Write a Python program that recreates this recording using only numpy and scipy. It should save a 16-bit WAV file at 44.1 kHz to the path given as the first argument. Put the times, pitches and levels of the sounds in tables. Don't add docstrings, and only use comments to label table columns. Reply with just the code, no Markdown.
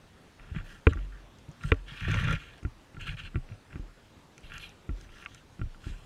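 import sys
import numpy as np
from scipy import signal
from scipy.io import wavfile
from scipy.ndimage import uniform_filter1d

SR = 44100
rng = np.random.default_rng(int(sys.argv[2]) if len(sys.argv) > 2 else 0)


def boost(x):
    u = np.asarray(x, float) / 20
    return 10 ** u


def master_out(mix):
    frames = np.transpose(np.atleast_2d(mix))
    ceiling = np.clip(frames, -1, 1)
    pcm = np.round(ceiling * 32767).astype(np.int16)
    wavfile.write(sys.argv[1], SR, pcm)


N = 266805

# f/Hz, relative level/dB, t60/s
WALL_MODES = [(440, 3.5, 0.042), (471, 6, 0.016), (578, -17, 0.056), (1048, 0, 0.014)]
# f/Hz, relative level/dB, t60/s
SHELL_MODES = [(790, -25.5, 0.008), (865, -8.5, 0.021), (1155, -5, 0.061), (1373, 6.5, 0.04),
               (1594, 6, 0.012), (1802, 6, 0.011), (1957, 5, 0.015)]
# f/Hz, relative level/dB, t60/s
PORT_MODES = [(2160, 7.5, 0.021), (2426, 12.5, 0.019), (2723, 14.5, 0.013), (3217, 17, 0.0038),
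              (3414, 9.5, 0.011), (3680, 1, 0.012), (4020, -5, 0.02), (4120, 0, 0.016)]
# f/Hz, relative level/dB, t60/s
MOUNT_MODES = [(62, 8, 0.045), (256.3, 0, 0.039), (278.5, -0.5, 0.071), (358, -6, 0.051), (600, -24, 0.092)]
# t/s, nominal peak level of the tap/dB,
# lean/dB (positive weakens the back shell, negative the port), nominal peak level of the mount's lurch/dB
KNOCKS = [(0.3958, -46, -1, -45), (0.5469, -40, -18, -32.5), (0.5612, -34, -3, -36.5),
          (0.5852, -37, -1, -60), (0.5988, -42, -3, -49), (0.8681, -11.5, -4, -7), (0.9104, -44, -16, -37),
          (0.9247, -35, -14, -64), (0.9324, -28, -13.5, -65), (0.956, -59, 4, -29), (0.9714, -34, -19, -31),
          (0.9893, -44, -2, -59), (1.484, -53, 4, -39.5), (1.61, -44, 1, -60), (1.636, -31, -10, -63),
          (1.718, -10.5, 1.5, -12), (2.019, -55, 0, -43), (2.083, -31, -4, -21.5), (2.091, -44, -3, -26),
          (2.1165, -26, 7, -57), (2.1409, -20.5, 4.5, -34), (2.187, -29, -1, -53), (2.272, -29.5, 0, -30.5),
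          (2.285, -20, -14, -41), (2.3104, -23.5, -14, -35), (2.3276, -26, 6, -28.5),
          (2.628, -48, 0, -33.5), (2.6492, -34.5, -8.5, -23.5), (2.945, -47.5, -1, -39),
          (2.9669, -39, -8, -38.5), (3.0713, -30.5, -20, -48), (3.091, -27.5, 29, -46),
          (3.275, -43, 1, -45), (3.344, -42, -23, -38), (3.3561, -30.5, -3, -21), (3.368, -46, -1, -31.5),
          (3.4884, -44, -3.5, -60), (3.5203, -44.5, 1, -63), (3.728, -42, 2, -45), (3.7562, -40, -4, -27),
          (3.7954, -55, 5, -32.5), (4.3786, -42, 7, -58), (4.5182, -35, -3, -58), (4.8908, -38, -5, -24),
          (5.026, -57, 0, -43), (5.091, -48, 3, -64), (5.224, -41, -2, -60), (5.2385, -44, 3, -51),
          (5.2594, -28.5, 1.5, -62), (5.347, -48, 2, -69), (5.593, -44, -6, -32), (5.614, -34.5, -5.5, -27),
          (5.745, -46, -10, -62), (5.841, -43.5, -5, -69), (5.867, -47, -4, -27)]


def knocks():
    s, tap_db, lean_db, lurch_db = np.transpose(KNOCKS)
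    wall_db = 9 + 1.48 * tap_db + 0.91 * lurch_db
    shell_db = tap_db - np.maximum(lean_db, 0)
    port_db = tap_db + np.minimum(lean_db, 0)
    contact = dict(chatter_s=0.004, chatter=0.06)
    shell = strike(s, shell_db, ring(SHELL_MODES, 0.00015, 0.000077), **contact)
    port = strike(s, port_db, ring(PORT_MODES, 0.00037, 0.000097), **contact)
    walls = strike(s, wall_db, ring(WALL_MODES, 0.00013, 0.002), chatter_s=1, chatter=0)
    mount = strike(s + 0.00034, lurch_db, ring(MOUNT_MODES, 0.0017, 0.00012), chatter_s=1, chatter=0)
    return shell + port + walls + mount


def strike(times, peak_db, shape, chatter_s, chatter):
    blows = np.zeros(N + 400)
    fade = np.exp(-np.arange(400) / (SR * chatter_s))
    for s, db, noise in zip(times, peak_db, rng.standard_normal((len(times), 400))):
        contact = chatter * noise * fade
        contact[0] = 1
        blows[round(s * SR):][:400] += boost(db) * contact / np.linalg.norm(contact)
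    return signal.oaconvolve(blows, shape)[:N]


def ring(modes, push_s, rise_s):
    t = np.arange(SR // 2) / SR
    free = np.zeros(len(t))
    for k, (hz, db, t60) in enumerate(modes):
        free += (-1) ** k * boost(db - 60 * t / t60) * np.cos(2 * np.pi * hz * t)
    push = np.sin(np.pi * np.clip(t[:500] / push_s, 0, 1)) ** 2
    swelling = free * (1 - np.exp(-t / rise_s))
    shape = signal.oaconvolve(swelling, push)[:len(t)]
    return shape / abs(shape).max()


# f/Hz, relative level/dB, t60/s
FITTING_MODES = [(5030, 6, 0.0026), (5970, -7, 0.012), (6450, -4, 0.016), (7390, -6, 0.0089),
                 (8500, -2, 0.0036), (9410, -4, 0.005), (11100, -3.5, 0.003), (14400, -5, 0.002)]
# f/Hz, relative level/dB, t60/s
JUDDER_MODES = [(40, 2.5, 0.15), (58, 0, 0.05), (100, 0, 0.22), (152, 1, 0.15)]
# back shell level/dB, fittings level/dB,
# weight on the mount/dB, f/Hz where the fittings sing most
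TOUCH = [(5, -18.5, 14, 7100), (2.5, -8, -14, 18000), (0, -14.5, 14.5, 7400), (12.5, -12, 14.5, 6400),
         (1, -8, 15.5, 8200), (6.5, -11, 18, 6100), (-4, -16.5, -12, 5500), (2.5, -17.5, 13, 5700),
         (-1.5, -17, 0.5, 6900), (-2.5, -19, 2.5, 8000), (-5, -20, -3.5, 8000), (-2, -29, 18.5, 6400),
         (4, -34, 14, 6400), (-9, -15.5, 1.5, 11400), (0.5, -17.5, 2.5, 11400), (-10.5, -15, -10, 11400),
         (-1, -4, 8.5, 5800), (2, -8.5, -1.5, 5700), (-5.5, -9.5, 0, 6200), (-3, -7.5, 10, 7800)]


def rubbing():
    catch = np.clip(wander(size=300), -2, 2)
    shell_db, fine_db, weight_db, sing_hz = np.transpose(TOUCH)
    lean_db = 20 + 0.84 * fine_db - 0.87 * shell_db
    shell = scrape(SHELL_MODES, 0.00045, shell_db, per_s=2000, spread_db=1.5, grip=boost(0.54 * catch),
                   drift_db=2.0, sing_db=11, sing_hz=1694)
    port = scrape(PORT_MODES, 0.00034, 0, per_s=3800, spread_db=1.0, grip=boost(0.99 * catch),
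                  drift_db=2.5, tilt_db=lean_db)
    fittings = scrape(FITTING_MODES, 0.00005, fine_db, per_s=8000, spread_db=0.0, grip=boost(1.2 * catch),
                      drift_db=-1.5, tilt_db=-0.6, sing_db=10, sing_hz=sing_hz)
    judder = scrape(JUDDER_MODES, 0.00087, weight_db, per_s=1300, spread_db=-4.0, grip=1, drift_db=-1.0)
    mount = scrape(MOUNT_MODES[1:] + WALL_MODES, 0.00014, weight_db - 16.5, per_s=140, spread_db=2.5,
                   grip=boost(2.0 * catch), drift_db=7.0, sing_db=19, sing_hz=600)
    return shell + port + fittings + judder + mount


# t/s, rms level raised in the port/dB
STROKES = [
    [(0.38, -76), (0.412, -67), (0.54, -66), (0.56, -52.5), (0.6, -57), (0.63, -72)],
    [(0.64, -62), (0.662, -61.5), (0.712, -56.5), (0.8, -67)],
    [(0.89, -49), (0.928, -62.5), (1.06, -66.5)],
    [(1.12, -69.5), (1.208, -76), (1.26, -95)],
    [(1.59, -75), (1.634, -54), (1.686, -53.5), (1.71, -54.5)],
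    [(1.74, -48), (1.748, -73), (1.8, -69)],
    [(1.86, -64), (1.88, -50), (2.01, -46)],
    [(2.005, -46), (2.065, -46), (2.085, -41), (2.2, -40), (2.259, -42), (2.333, -39), (2.36, -45),
     (2.385, -58)],
    [(2.38, -57), (2.408, -52), (2.514, -59), (2.6, -62.5)],
    [(2.995, -58), (3.008, -46), (3.055, -50), (3.075, -38.5), (3.1, -46), (3.115, -46.5), (3.15, -59)],
    [(3.165, -52), (3.198, -41.5), (3.222, -55), (3.255, -48), (3.28, -52.5), (3.295, -77)],
    [(3.47, -86), (3.492, -66), (3.55, -71)],
    [(3.7, -64), (3.78, -67)],
    [(4.43, -58), (4.45, -55.5), (4.5, -60)],
    [(4.495, -54.5), (4.557, -47.5), (4.6, -56.5)],
    [(4.595, -51), (4.627, -45), (4.713, -60.5), (4.75, -78)],
    [(4.96, -65), (5.016, -64.5), (5.07, -68)],
    [(5.1, -68), (5.17, -57), (5.255, -60)],
    [(5.28, -62), (5.344, -60.5), (5.4, -64)],
    [(5.8, -68), (5.872, -55), (6.012, -68), (6.05, -66)],
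]


def scrape(modes, rise_s, reach_db, per_s, spread_db, grip, drift_db, tilt_db=0, sing_db=0, sing_hz=1):
    t, level, lean_db, best_hz = np.arange(N) / SR, np.zeros(N), np.zeros(N), np.ones(N)
    each = np.zeros(len(STROKES))
    for rows, db, tilt, hz in zip(STROKES, reach_db + each, tilt_db + each, sing_hz + each):
        s, pressure_db = np.transpose(rows)
        edge = np.clip(np.minimum(t - s[0], s[-1] - t) / 0.0012, 0, 1)
        level += edge * boost(db + np.interp(t, s, pressure_db))
        lean_db[edge > 0], best_hz[edge > 0] = tilt, hz

    draw, size, sign = rng.random(N), rng.exponential(1, N), rng.standard_normal(N)
    happens = draw < per_s / SR
    slips = evened(grip * happens * sign * boost(spread_db * np.minimum(size, 4)))

    rings, shares = [], []
    for k, mode in enumerate(modes):
        hz, db, _ = mode
        rings.append((-1) ** k * ring([mode], 0.5 / hz, rise_s))
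        drift = drift_db * wander(size=2000)
        lean = lean_db * np.log2(hz / modes[0][0])
        sing = sing_db * np.exp(-(np.log2(hz / best_hz) / 0.12) ** 2)
        shares.append(boost(db + drift + lean + sing))
    total = np.sqrt(sum((share * np.linalg.norm(r)) ** 2 for share, r in zip(shares, rings)))
    return sum(signal.oaconvolve(level * slips * share / total, r)[:N] for share, r in zip(shares, rings))


# t/s, nominal peak level/dB
CRACKS = [(0.8684, -44), (0.9328, -44), (1.3857, -48), (1.49, -52), (1.5145, -49), (1.6352, -45),
          (1.6776, -48), (1.7175, -39), (2.1151, -36), (2.144, -35), (2.2428, -40), (2.2802, -44),
          (2.3087, -39), (2.3271, -32.5), (2.5795, -48), (2.6324, -48), (3.0126, -45), (3.0689, -55),
          (4.3794, -41), (4.4069, -51), (4.5386, -42.5), (4.5805, -35.5), (4.6927, -48), (5.0115, -44.5),
          (5.25, -49), (5.3467, -36.5)]


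def cracks():
    s, snap_db = np.transpose(CRACKS)
    return strike(s, snap_db, ring(FITTING_MODES, 0.0001, 0.00031), chatter_s=0.0007, chatter=0.2)


# t/s, peak level/dB, f/Hz (which depends on how it sits)
HOPS = [(0.514, -28.5, 71.5), (0.560, -25, 159.4), (0.8692, -13, 81.5), (0.91, -22.5, 84.3),
        (0.959, -48, 95), (1.486, -35.5, 148), (1.643, -25, 144), (1.7188, -18, 85), (1.915, -38, 138),
        (2.02, -27.5, 99), (2.092, -21.5, 100), (2.145, -23, 123), (2.165, -25, 95), (2.271, -20.5, 106),
        (2.6492, -26, 63), (2.663, -31, 116), (2.971, -35, 130), (3.084, -33.5, 133), (3.137, -36.5, 128),
        (3.235, -36.5, 77), (3.343, -32, 189), (3.3548, -25, 74), (3.366, -24.5, 129), (3.512, -32, 100),
        (3.737, -40, 127), (3.756, -39, 121), (4.89, -40, 108), (4.915, -34.5, 70), (5.592, -36.5, 160),
        (5.6142, -30, 106), (5.63, -29, 62), (5.654, -33.5, 100), (5.8641, -41, 100), (5.895, -36, 79.6)]
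# t/s, peak level/dB, f/Hz, t60/s
ROCKS = [(0.398, -42.5, 36.7, .4), (0.559, -41, 40, 0.26), (0.585, -36.5, 30, 0.57),
         (0.957, -25.5, 45.5, 0.65), (1.642, -30.5, 43.6, 0.46), (1.7189, -31.5, 43.6, 0.82),
         (1.915, -47, 40, .3), (2.018, -40, 40, 0.31), (2.145, -40, 40, 0.2), (2.272, -52, 40, .25),
         (2.649, -41.5, 33.2, 0.36), (2.971, -39, 30, 0.48), (3.083, -40, 29.4, 0.56),
         (3.236, -38.5, 33, 0.6), (3.357, -31.5, 27.6, 0.41), (3.7933, -32.5, 38.7, 0.33),
         (4.437, -42, 26, 0.65), (4.901, -25.5, 41.6, 0.29), (5.096, -42.5, 25, 0.22),
         (5.6124, -28.5, 26.7, 0.42), (5.8646, -35.5, 35.6, 0.34), (5.9, -32, 37, 0.33)]


def jolts():
    out = np.zeros(N)
    hops = [(s, db, hz, 0.085, 0.0047, 0.0012) for s, db, hz in HOPS]
    rocks = [(*row, 0.0045, 0.0015) for row in ROCKS]
    for s, db, hz, t60, push_s, rise_s in hops + rocks:
        part = out[round(s * SR):][:SR // 2]
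        part += boost(db) * ring([(hz, 0, t60)], push_s, rise_s)[:len(part)]
    return out


# f/Hz, relative spectral density level/dB
AIR = [(15, -70), (25, 1.5), (91, 2), (330, -5), (630, -10), (1490, -13), (2060, -16), (3340, -19),
       (9030, -30.5), (12500, -37.5), (15500, -42)]


def air():
    frames, hz = N // 256 + 5, np.fft.rfftfreq(1024, 1 / SR)
    real, imaginary, patches = rng.standard_normal((frames, 513, 3)).T
    patches = uniform_filter1d(patches, size=12, axis=0)
    patches = evened(uniform_filter1d(patches, size=14, axis=1))
    f, db = np.transpose(AIR)
    spectrum_db = np.interp(np.log(hz + 1), np.log(f), db)[:, None]
    z = (real + 1j * imaginary) * boost(spectrum_db + 1.7 * patches)
    wash = signal.istft(z, nperseg=1024, noverlap=768)[1][:N]
    return boost(-56) * evened(wash)


def wander(size):
    once = uniform_filter1d(rng.standard_normal(N), size=size)
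    return evened(uniform_filter1d(once, size=size))


def evened(x):
    return x / np.sqrt(np.mean(x ** 2) + 1e-20)


def scene():
    return (knocks() + jolts() + cracks() + rubbing() + air())[None]


def low_pass(x):
    return signal.sosfilt(signal.butter(12, 15610, fs=SR, output="sos"), x)


def record(dry):
    cut = signal.sosfilt(signal.butter(1, 22, "high", fs=SR, output="sos"), dry)
    power_db = 10 * np.log10(abs(uniform_filter1d(cut[0] ** 2, size=400)) + 1e-12)
    fall = np.arange(N) * 13.0 / SR
    held_db = np.maximum.accumulate(power_db + fall) - fall
    over_db = np.maximum(held_db + 10, 0)
    late_db = signal.lfilter([1 / 400], [1, 1 / 400 - 1], over_db)
    finished = cut / boost(0.19 * late_db)
    return low_pass(finished)


dry = scene()
out = record(dry)
master_out(out)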